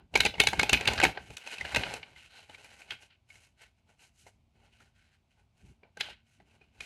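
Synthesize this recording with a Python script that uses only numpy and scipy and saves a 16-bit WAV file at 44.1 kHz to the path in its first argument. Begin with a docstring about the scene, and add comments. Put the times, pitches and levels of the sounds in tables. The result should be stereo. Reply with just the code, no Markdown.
"""A quiet room: behind a cardboard screen a deck of stiff cards is shuffled by hand, then held and shifted.
Packets slap and snap: ringing clicks with a deck thump and an edge crack, followed by room echoes.
Card faces slide on each other as clumped friction grains; the table rumbles in noise under the hands.
Two microphone ports hear the cards with different phase; below lie a faint noise hum and a low sine tone."""
import sys
import numpy as np
from scipy import signal
from scipy.fft import rfft, irfft, next_fast_len
from scipy.io import wavfile

SR = 44100
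rng = np.random.default_rng(int(sys.argv[2]) if len(sys.argv) > 2 else 0)


def inscribe(sig):
    """Save sig as 16-bit PCM at rate SR to the path in sys.argv[1].

    A 1-D sig is mono; a 2-D sig holds one channel per row.
    Samples are clipped to [-1, 1] before scaling.
    """
    pcm = np.round(np.clip(np.atleast_2d(sig).T, -1, 1) * 32767)
    wavfile.write(sys.argv[1], SR, pcm.astype(np.int16))


N = 302085      # samples
COARSE_STEP = 16      # samples between points of a movement's envelope

# Card snaps. Each row: time in seconds, peak in dB, ring in Hz, thump peak in dB re the snap peak,
# crack peak in dB re the snap peak, left over right in dB.
CARD_SNAPS = [(.1411, -28, 2800, -7.5, -16, -5), (.1555, -7.5, 2260, -11, -10, 0),
              (.1604, -7.5, 2310, -16, -15, 0), (.175, -17.5, 2320, -13.5, -7, -.5),
              (.2056, -1.5, 2200, -28, -13.5, 1.5), (.2338, -22.5, 2240, -21.5, -17, -1.5),
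              (.2519, -10.5, 2670, -13, -7.5, -1.5), (.2611, -10, 2380, -18, -12, 0),
              (.2648, -10, 2030, -16.5, -20, 4), (.3411, -32, 2840, -4, -30.5, -3.5),
              (.3544, -36, 2150, -2, -21, 1.5), (.3825, -32, 2190, -3.5, -27.5, -3),
              (.402, 0, 2213, -17, -11, 1.5), (.4158, -15, 3600, -17, -20, 10),
              (.4374, -20.5, 2170, -4, -3, -2), (.4721, -5.5, 2250, -19.5, -9, 1),
              (.4874, -17.5, 3450, -25.5, -9.5, -3.5), (.5332, -18, 2140, -5, -13.5, 0),
              (.596, -7.5, 2250, -15.5, -11, 2), (.6136, -22.5, 4200, -13, -12, -1),
              (.632, -9.5, 2480, -10, -11.5, -1), (.6956, -10.5, 2710, -14.5, -6.5, 0),
              (.7316, -3.5, 2560, -15.5, -8, -3), (.7398, -5.5, 2390, -26, -34, 2),
              (.7464, -10, 2440, -26, -26, 2), (.7732, -20, 2540, -28.5, -36.5, 3.5),
              (.8108, -20, 2500, -10, -9, .5), (.856, -18.5, 2280, -29, -14, 2.5),
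              (.8762, -4, 2806, -22, -14.5, -0.5), (.8854, -14, 2120, -7, -13.5, -1),
              (.9351, -24, 2240, -7.5, -3, 1), (.98, -19, 4700, -14, -26.5, -6),
              (.9887, -21.5, 1700, -10, -20.5, -3.5), (1.0015, -12, 1490, -12, -11.5, .5),
              (1.0157, -14, 2520, -14.5, -22, -1), (1.0285, -12, 2530, -8.5, -17.5, 0.5),
              (1.0365, -8, 2370, -3.5, -8, 0), (1.0414, -6, 2350, -22.5, -11, 8),
              (1.0518, -11, 1314, -10.5, -18, -9.5), (1.0661, -18.5, 2640, -13, -28, 2),
              (1.175, -25.5, 1530, -6, -47, 6), (1.3054, -38, 2450, -3.5, -6, 4.5),
              (1.3698, -28, 3720, -35, -4, -5.5), (1.381, -40, 1400, -12, 1, 0),
              (1.475, -28.5, 2560, -13, -9, -2), (1.5836, -29, 2520, -24, -11, -2),
              (1.611, -22, 2050, -21.5, -17.5, 0), (1.6509, -24, 1680, -11.5, -26, -4.5),
              (1.748, -13.5, 2640, -15, -15.5, -2), (1.7614, -10, 2580, -18.5, -10.5, -1),
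              (1.7679, -13.5, 2750, -12, -12, -3.5), (1.7826, -28, 2560, -12, -10, 4.5),
              (1.8096, -32.5, 2440, -6.5, -25, -10.5), (1.8246, -36, 2920, -3, -28, 12.5),
              (1.8362, -17.5, 2480, -14, -36, 0), (1.8676, -28.5, 1460, -12, -30, 1),
              (1.9394, -24, 2680, -4.5, -3, 2.5), (2.0313, -30, 2270, -21, -33, -3),
              (2.1615, -46.5, 2080, -23, -28, -8), (2.4969, -43, 2960, 1, -12, 0),
              (2.547, -37, 2300, -23, -25, 4), (2.6448, -43, 2430, -9, -3, 6),
              (2.819, -40.5, 2390, -11.5, -24, 4), (2.9077, -23, 3210, -40, -16, 3),
              (3.034, -46.5, 2944, -11, -19, 8), (3.1058, -49.5, 3040, -31, -29.5, -6),
              (3.3039, -45, 2230, -38.5, -22.5, 11.5), (3.3558, -47, 2130, -14, -16.5, 4.5),
              (3.6196, -51.5, 1566, -21, 2, 1), (3.9943, -54, 2840, -27.5, -13, 3),
              (4.2676, -47.5, 2140, 1, -8, 5), (4.8045, -50.5, 1423, -21, -11, 4),
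              (5.8341, -46, 2300, -1, -35, 5), (5.973, -35.5, 1530, -8, -9, -1),
              (6.002, -39, 2077, -28, -6, -20), (6.0096, -13.5, 3350, -27.5, -15.5, 10),
              (6.0864, -39, 2620, -3, -22, 2), (6.4017, -51.5, 1984, 0, -16.5, 3),
              (6.614, -50.5, 2500, -7, -25, 0), (6.807, -27, 2415, -21, -13, 3)]
# Colour of snaps. Each row: frequency in Hz, spectral level in dB per Hz.
SNAP_COLOUR = [(88, -43.5), (150, -16.5), (343, -10.5), (425, -10.5), (560, -8.5), (814, -9), (1070, -18),
               (1560, -12.5), (2010, -12.5), (2220, -12), (3290, -16), (3930, -10.5), (5270, -14.5),
               (9890, -24.5), (16500, -39.5)]
SNAP_T60_S, SNAP_RISE_S = .028, .0014      # both scaled per band by a stretch
RING_DB_AT_0_DB_PEAK, RING_DB_PER_DB_SOFTER, RING_WIDTH_HZ = 8.5, .21, 88.0
TICK_DB, CLICK_SPREAD_DB = 13.0, 1.5


def snaps():
    """A landing packet ticks and sprays edge clicks; air between cards rings, deck thumps, edges crack."""
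    lead, size = 1024, 4096      # samples before the landing, samples in all
    out = np.zeros((2, N + size))
    t = (np.arange(size) - lead) / SR
    hz = np.arange(size // 2 + 1) * SR / size
    to_ports = path(hz, SNAP_COLOUR)
    own_share = at_hz(PORT_DIFFERENCE, hz, axis=2)
    low, middle, high = split(hz)
    for time_s, peak_db, ring_hz, thump_db, crack_db, pan_db in CARD_SNAPS:
        unevenness_db = CLICK_SPREAD_DB * rng.standard_normal(size // 32).repeat(32)
        spray = rng.standard_normal((3, size)) * from_db(unevenness_db)
        spray[0, lead] += from_db(TICK_DB)      # the leading edge touches first
        # a softer snap rings purer
        ring_db = RING_DB_AT_0_DB_PEAK - RING_DB_PER_DB_SOFTER * peak_db
        main_ring = resonance(hz, ring_hz, RING_WIDTH_HZ, ring_db)
        weaker_gap = resonance(hz, ring_hz * rng.uniform(.6, 1.8), 400, 2)      # new each time
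        ring = main_ring * weaker_gap
        first = round(time_s * SR) - lead
        pan = np.array([[.5], [-.5]]) * pan_db
        # lows last longer, the crack dies first
        for band_db, band, stretch in [(0, middle * ring, 1), (thump_db, low, 1.3), (crack_db, high, .6)]:
            rise_s = np.clip(SNAP_RISE_S * stretch, .0001, .005)
            t60_s = np.clip(SNAP_T60_S * stretch, .004, .09)
            swell = np.exp(np.minimum(t, 0) / rise_s)
            decay = from_db(-60 * np.maximum(t, 0) / t60_s)
            spectrum = rfft(spray * swell * decay)
            heard = spectrum[0] + own_share * spectrum[1:]      # shared part plus each port's own
            part = irfft(heard * to_ports * band, size)
            part = part / np.sqrt(np.mean(np.max(part ** 2, axis=1)))
            out[:, first:first + size] += from_db(peak_db + band_db + pan) * part
    return out[:, :N]


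# Strokes of card over card. Each row: start in seconds, length in seconds, rub level in dB,
# change over the stroke in dB, lows in dB re rub, treble in dB re rub, swish centre in Hz.
SLIDE_STROKES = [(0, .01, -64, -5.5, 2, -36, 1580), (0.171, .12, -51.5, -9, 8, -2, 2250),
                 (.35, 0.23, -54.5, 12.5, -6.5, -12.5, 2410), (0.65, 0.28, -44, 5, -5, -19, 2360),
                 (0.88, 0.21, -43, 0.5, -2, -13.5, 2160), (1.151, 0.029, -51.5, -1.5, 2.5, -21, 1610),
                 (1.189, 0.15, -60, 4.5, -6.5, -7.5, 2530), (1.396, 0.15, -55, 14, -11, -12, 2500),
                 (1.6, .05, -48, 0, -10, -15, 1950), (1.653, 0.073, -43, 2, -7.5, -13, 2100),
                 (1.793, 0.17, -38.5, -4, -4, -13.5, 2080), (2.042, 0.097, -60.5, -1, -3.5, -13, 2000),
                 (2.171, 0.09, -54.5, -2, -16, -11.5, 2700), (2.308, 0.091, -58.5, 6.5, -11.5, -12, 4000),
                 (2.43, 0.072, -64, -2, -9, -8, 2190), (2.498, .055, -57, 3.5, -9.5, -11.5, 2150),
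                 (2.581, 0.044, -56.5, -6, -4, -9, 2420), (2.632, .19, -57, 1, -8.5, -8, 2180),
                 (2.854, 0.045, -67, 5, -1, -9, 2600), (2.921, 0.059, -40, -20.5, -13, -16.5, 2290),
                 (3.024, 0.018, -57, -2, -10, -5.5, 2740), (3.112, 0.032, -63, -6.5, -21, -25, 2620),
                 (3.305, 0.16, -62, -3, -11.5, -4, 2450), (3.594, 0.037, -63, 7.5, -12.5, -11, 2000),
                 (3.784, 0.017, -76, -0.5, -14, -10, 2240), (3.897, 0.049, -64.5, -12.5, -2.5, -7.5, 2167),
                 (4.003, 0.046, -64, 1.5, -10, -3, 2600), (4.155, 0.073, -76, 7.5, -24, 2.5, 3280),
                 (4.278, 0.017, -58, -11, -2, -2, 2120), (4.556, 0.11, -76.5, 9.5, -2, -11, 2316),
                 (4.733, 0.06, -67, -1, -13, -11, 2650), (4.809, 0.082, -62, -14, -7.5, -8, 1680),
                 (4.963, 0.18, -68, -1.5, -18, -12.5, 1600), (5.318, 0.014, -72, -4, -25, -6.5, 2720),
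                 (5.39, 0.039, -71, -10, -2, -9, 1783), (5.578, 0.13, -73, 2.5, -7.5, -5.5, 2375),
                 (5.844, 0.038, -72, -6, 7.5, -35, 2060), (5.975, 0.033, -70, 1, -7, -11, 3100),
                 (6.016, 0.088, -43.5, -5.5, -13.5, -17.5, 3300), (6.12, 0.096, -59.5, -14, -22, -30, 3200),
                 (6.267, 0.099, -74.5, 2.5, -26, -4.5, 2604), (6.408, 0.039, -68.5, -9, -2, -15, 1850),
                 (6.466, 0.088, -72, 2, -3.5, -8, 2540), (6.617, 0.076, -67.5, -9.5, -6.5, -16, 2565),
                 (6.736, 0.062, -72.5, 7, -4, -9.5, 2400), (6.817, 0.037, -56.5, 9.5, -11.5, -7.5, 2400)]
# Colour of sliding. Each row: frequency in Hz, spectral level in dB per Hz.
SLIDE_COLOUR = [(120, -39.5), (200, -18.5), (411, -15.5), (459, -14), (784, -12.5), (1030, -16),
                (1230, -13.5), (1500, 0.5), (1640, -10), (1770, -5.5), (2800, -4.5), (3190, -7),
                (3450, -9.5), (3900, -4.5), (10800, -20), (13500, -25), (16500, -57)]
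STROKE_RISE_DB_PER_S, STROKE_FALL_DB_PER_S = 600.5, 300
GRAINS_PER_S, GRAIN_DB = 4200.0, -1.0      # rate before clumping; dB per unit of exponential chance
SWISH_LIFT_DB, SWISH_WIDTH_OCT, PATCHY_DB = 4.5, .27, .5


def sliding():
    """Faces catch and let go: clumped grains over friction noise; the gap lifts a wandering band."""
    power = np.array([gesture(*row[:4], STROKE_RISE_DB_PER_S, STROKE_FALL_DB_PER_S) for row in SLIDE_STROKES])
    power = power + 1e-30
    share = power / power.sum(axis=0)      # the loudest stroke dominates the colour
    colours = np.transpose(SLIDE_STROKES)[4:]
    lows_db, treble_db, swish_hz = [full_rate(column @ share) for column in colours]

    born = rng.random(N) < GRAINS_PER_S * from_db(4.0 * drift(25.0)) / SR
    grains = born * from_db(GRAIN_DB * np.minimum(rng.exponential(1, N), 5))
    noise = (rms_one(grains) + .5) * rng.standard_normal((3, N))
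    rub = noise[0] + shaped(noise[1:], lambda hz: at_hz(PORT_DIFFERENCE, hz, axis=2))
    rub = shaped(rub, lambda hz: path(hz, SLIDE_COLOUR))
    low, middle, high = [rms_one(shaped(rub, lambda hz: split(hz)[k])) for k in range(3)]

    swish = 0
    for centre_hz in 2 ** np.arange(10, 12.6, 1 / 3):      # overlapping triangular bands
        octaves_off = lambda hz: np.abs(np.log2((hz + 1) / centre_hz))
        third = shaped(middle, lambda hz: np.clip(1 - 3 * octaves_off(hz), 0, 1))
        lift_db = SWISH_LIFT_DB * np.exp(-(np.log2(swish_hz / centre_hz) / SWISH_WIDTH_OCT) ** 2)
        swish = swish + from_db(lift_db + PATCHY_DB * drift(28.0)) * third
    lows = from_db(lows_db + .72 * drift(20.0)) * low
    treble = from_db(treble_db + .72 * drift(20.0)) * high
    return np.sqrt(full_rate(power.sum(axis=0))) * (lows + .91 * swish + treble)


# Hands and deck bump the table. Each row: start in seconds, length in seconds, rumble level in dB.
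TABLE_BUMPS = [(0, 0.046, -60), (0.167, 0.022, -41.5), (.21, 0.018, -42.5), (0.257, 0.013, -36.5),
               (0.401, 0.014, -38.5), (0.463, .03, -44.5), (0.535, 0.051, -47.5), (0.577, .055, -39),
               (0.733, 0.016, -32), (0.814, .02, -46), (0.878, 0.046, -38), (0.983, 0.017, -40.5),
               (1.04, 0.027, -35), (1.173, 0.082, -56), (1.307, 0.031, -52.5), (1.615, 0.037, -51.5),
               (1.759, 0.034, -40), (1.823, 0.17, -52.5), (2.037, 0.23, -69.5), (2.49, 0.29, -71.5),
               (2.911, 0.02, -60.5), (3.33, 0.087, -68.5), (4.219, 0.054, -69), (4.547, .2, -71),
               (4.818, 0.017, -63.5), (5.626, 0.092, -59), (5.995, 0.13, -62.5), (6.393, 0.31, -69),
               (6.8, 0.055, -59.5)]
# Colour of the rumble. Each row: frequency in Hz, relative level in dB per Hz.
RUMBLE_COLOUR = [(18, -38), (30, -4), (59, 8.5), (151, 1), (238, -3), (295, -8), (344, -9), (400, -6.5),
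                 (520, -31), (880, -120)]
BUMP_RISE_DB_PER_S, BUMP_FALL_DB_PER_S, RESTING_HANDS_DB = 501.5, 349.5, -75.5


def bumps():
    """Each bump sets the table rumbling over the weight of the resting hands."""
    power = sum(gesture(start_s, length_s, db, 0, BUMP_RISE_DB_PER_S, BUMP_FALL_DB_PER_S)
                for start_s, length_s, db in TABLE_BUMPS)
    level = np.sqrt(full_rate(power) + from_db(2 * RESTING_HANDS_DB))
    rumble = diffuse(rng.standard_normal((2, N)), RUMBLE_COLOUR)
    return level * from_db(2.0 * drift(36.0)) * rumble


ROOM_T60_S, ROOM_DB, WALL_CUT_HZ = .23, -12.5, 2800


def room(x):
    """Scattered echoes: a dying noise, duller as it goes, most alike at both ports in the bass."""
    t = np.arange(SR // 2) / SR
    nearly_flat = [(20, .0095), (20000, .016)]      # Hz, dB
    tail = diffuse(rng.standard_normal((2, len(t))), nearly_flat) * (t > .004)
    dull = shaped(tail, lambda hz: 1 / (1 + (hz / WALL_CUT_HZ) ** 2))
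    bright = tail - dull
    tail = dull * from_db(-60 * t / ROOM_T60_S) + bright * from_db(-60 * t / (.82 * ROOM_T60_S))
    tail = tail / np.sqrt(np.sum(tail ** 2, axis=1, keepdims=True))
    return from_db(ROOM_DB) * signal.fftconvolve(x, tail, axes=1)[:, :N]


# Colour of the room hum. Each row: frequency in Hz, relative level in dB per Hz.
HUM_COLOUR = [(15, -35.5), (25, -8), (91, 1), (225, -17.5), (425, -27.5), (684, -15.5), (1820, -32),
              (2250, -22.5), (4990, -32), (8470, -38), (14000, -52)]
HUM_DB_RMS = -72


def room_hum():
    """Steady diffuse noise, weighted to the bass."""
    return from_db(HUM_DB_RMS) * diffuse(rng.standard_normal((2, N)), HUM_COLOUR)


# Level of the low tone. Each row: time in seconds, level in dB rms before wavering.
TONE_LEVEL = [(0, -92), (4.4, -86.5), (4.6, -79), (4.9, -80), (5.1, -90.5), (5.6, -90), (5.9, -80.5),
              (6.85, -77.5)]
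TONE_HZ, TONE_WAVER_DB = 226, 2.5


def low_tone():
    """A faint sine that comes and goes, its level wavering."""
    t = np.arange(N) / SR
    level_db = np.interp(t, *np.transpose(TONE_LEVEL)) + TONE_WAVER_DB * drift(4.4)
    return np.sqrt(2) * from_db(level_db) * np.sin(2 * np.pi * TONE_HZ * t)


# Resonances of screen and table top. Each row: centre in Hz, width in Hz, added peak in dB re the path.
SCREEN_MODES = [(420, 28, -1.5), (860, 200, 1), (1579, 71, 0), (2186, 36, 0.5), (2485, 15, -7),
                (2584, 310, -9.5), (2994, 370, 1.5), (4073, 89, -4)]
# Port balance. Each row: frequency in Hz, left over right in dB.
PORT_BALANCE = [(60, -1.0), (150, -1.5), (380, -3.5), (950, -2.0), (2380, -1.0), (5980, -0.5), (15000, 0.0)]
# The two ports. Each row: frequency in Hz, phase in radians by which left leads,
# amplitude each port hears alone re the shared sound.
PORT_DIFFERENCE = [(100, 0, .12), (300, 0, .35), (700, 0, .6), (1400, 1.2, .7), (2000, .6, .7),
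                   (3450, 2.8, 1.1), (5500, 3.1, 1), (6200, 5.1, 1.2), (7300, 5.9, .55), (9000, 5.3, .65),
                   (11700, 3.8, .45), (13200, 3.15, .12)]


def path(hz, spectrum):
    """From the cards past the screen to the two ports: colour, resonances, balance and phase."""
    modes = np.prod([resonance(hz, *mode) for mode in SCREEN_MODES], axis=0)
    side = np.array([[.5], [-.5]])
    balance = from_db(side * at_hz(PORT_BALANCE, hz))
    phase = np.exp(1j * side * at_hz(PORT_DIFFERENCE, hz))
    return from_db(at_hz(spectrum, hz)) * modes * balance * phase


def resonance(hz, centre_hz, width_hz, db):
    """The direct path, gain 1, plus a resonance of peak gain db."""
    return 1 + from_db(db) / (1 + 2j * (hz - centre_hz) / width_hz)


def split(hz):
    """Gains for the lows, middle and treble of a card sound."""
    low = 1 / (1 + (hz / 1050) ** 8)
    high = 1 / (1 + (5000 / (hz + 1)) ** 8)
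    return low, (1 - low) * (1 - high), high


# Diffuse sound. Each row: frequency in Hz, left-right likeness from 1 (same) to -1 (opposite).
PORT_LIKENESS = [(60, .985), (130, .95), (290, .75), (640, .25), (1400, 0), (6800, -.1), (15000, -.6)]


def diffuse(pair, spectrum):
    """Two unrelated signals become a coloured left and right of set likeness; rms 1."""
    alike = lambda hz: np.clip(at_hz(PORT_LIKENESS, hz), -1, 1)
    colour = lambda hz: from_db(at_hz(spectrum, hz))
    mid = shaped(pair[0], lambda hz: colour(hz) * np.sqrt(1 + alike(hz)))
    side = shaped(pair[1], lambda hz: colour(hz) * np.sqrt(1 - alike(hz)))
    return rms_one(np.array([mid + side, mid - side]))


def gesture(start_s, length_s, db, change_db, rise_db_per_s, fall_db_per_s):
    """Coarse power of one movement: swells up to its start, drifts in level, then dies away."""
    t = np.arange(0, N, COARSE_STEP) / SR - start_s
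    held_db = db + change_db * np.clip(t / max(length_s, .002), 0, 1)
    rise_db = rise_db_per_s * np.minimum(t, 0)
    fall_db = fall_db_per_s * np.maximum(t - length_s, 0)
    return from_db(2 * (held_db + rise_db - fall_db))


def full_rate(coarse):
    """Interpolate a coarse envelope to every sample."""
    return np.interp(np.arange(N), np.arange(0, N, COARSE_STEP), coarse)


def drift(rate_hz):
    """Slow random wander of rms 1."""
    return rms_one(shaped(rng.standard_normal(N), lambda hz: 1 / (1 + (hz / rate_hz) ** 2)))


def shaped(x, gain):
    """Multiply the spectrum by gain(Hz)."""
    size = next_fast_len(x.shape[-1])
    hz = np.arange(size // 2 + 1) * SR / size
    return irfft(rfft(x, size) * gain(hz), size)[..., :x.shape[-1]]


def at_hz(points, hz, axis=1):
    """Read a column of a spectrum table on a log-frequency axis."""
    p = np.array(points)
    return np.interp(np.log(hz + 1), np.log(p[:, 0] + 1), p[:, axis])


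def rms_one(x):
    """Scale to rms 1."""
    return x / np.sqrt(np.mean(x ** 2) + 1e-20)


def from_db(db):
    """Decibels to amplitude gain."""
    return 10 ** (np.asarray(db) / 20)


def scene():
    """Snaps with their echoes, sliding, table rumble, room hum and low tone."""
    hits = snaps()
    return hits + room(hits) + sliding() + bumps() + room_hum() + low_tone()


def record(dry):
    """The capsules lose deep bass and lift the region of 12 kHz; peaks are rounded, the top is cut."""
    lift = lambda hz: resonance(hz, 12000.0, 2300.0, 2.5)
    bass_cut = lambda hz: 1 / np.sqrt(1 + (44.0 / (hz + 1)) ** 6)
    heard = shaped(dry, lambda hz: lift(hz) * bass_cut(hz))
    rounded = .95 * np.tanh(heard / .95)
    top_cut = signal.cheby2(14, 90, 17500, fs=SR, output="sos")      # 90 dB down from 17.5 kHz
    return signal.sosfilt(top_cut, rounded)


dry = scene()
out = record(dry)
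inscribe(out)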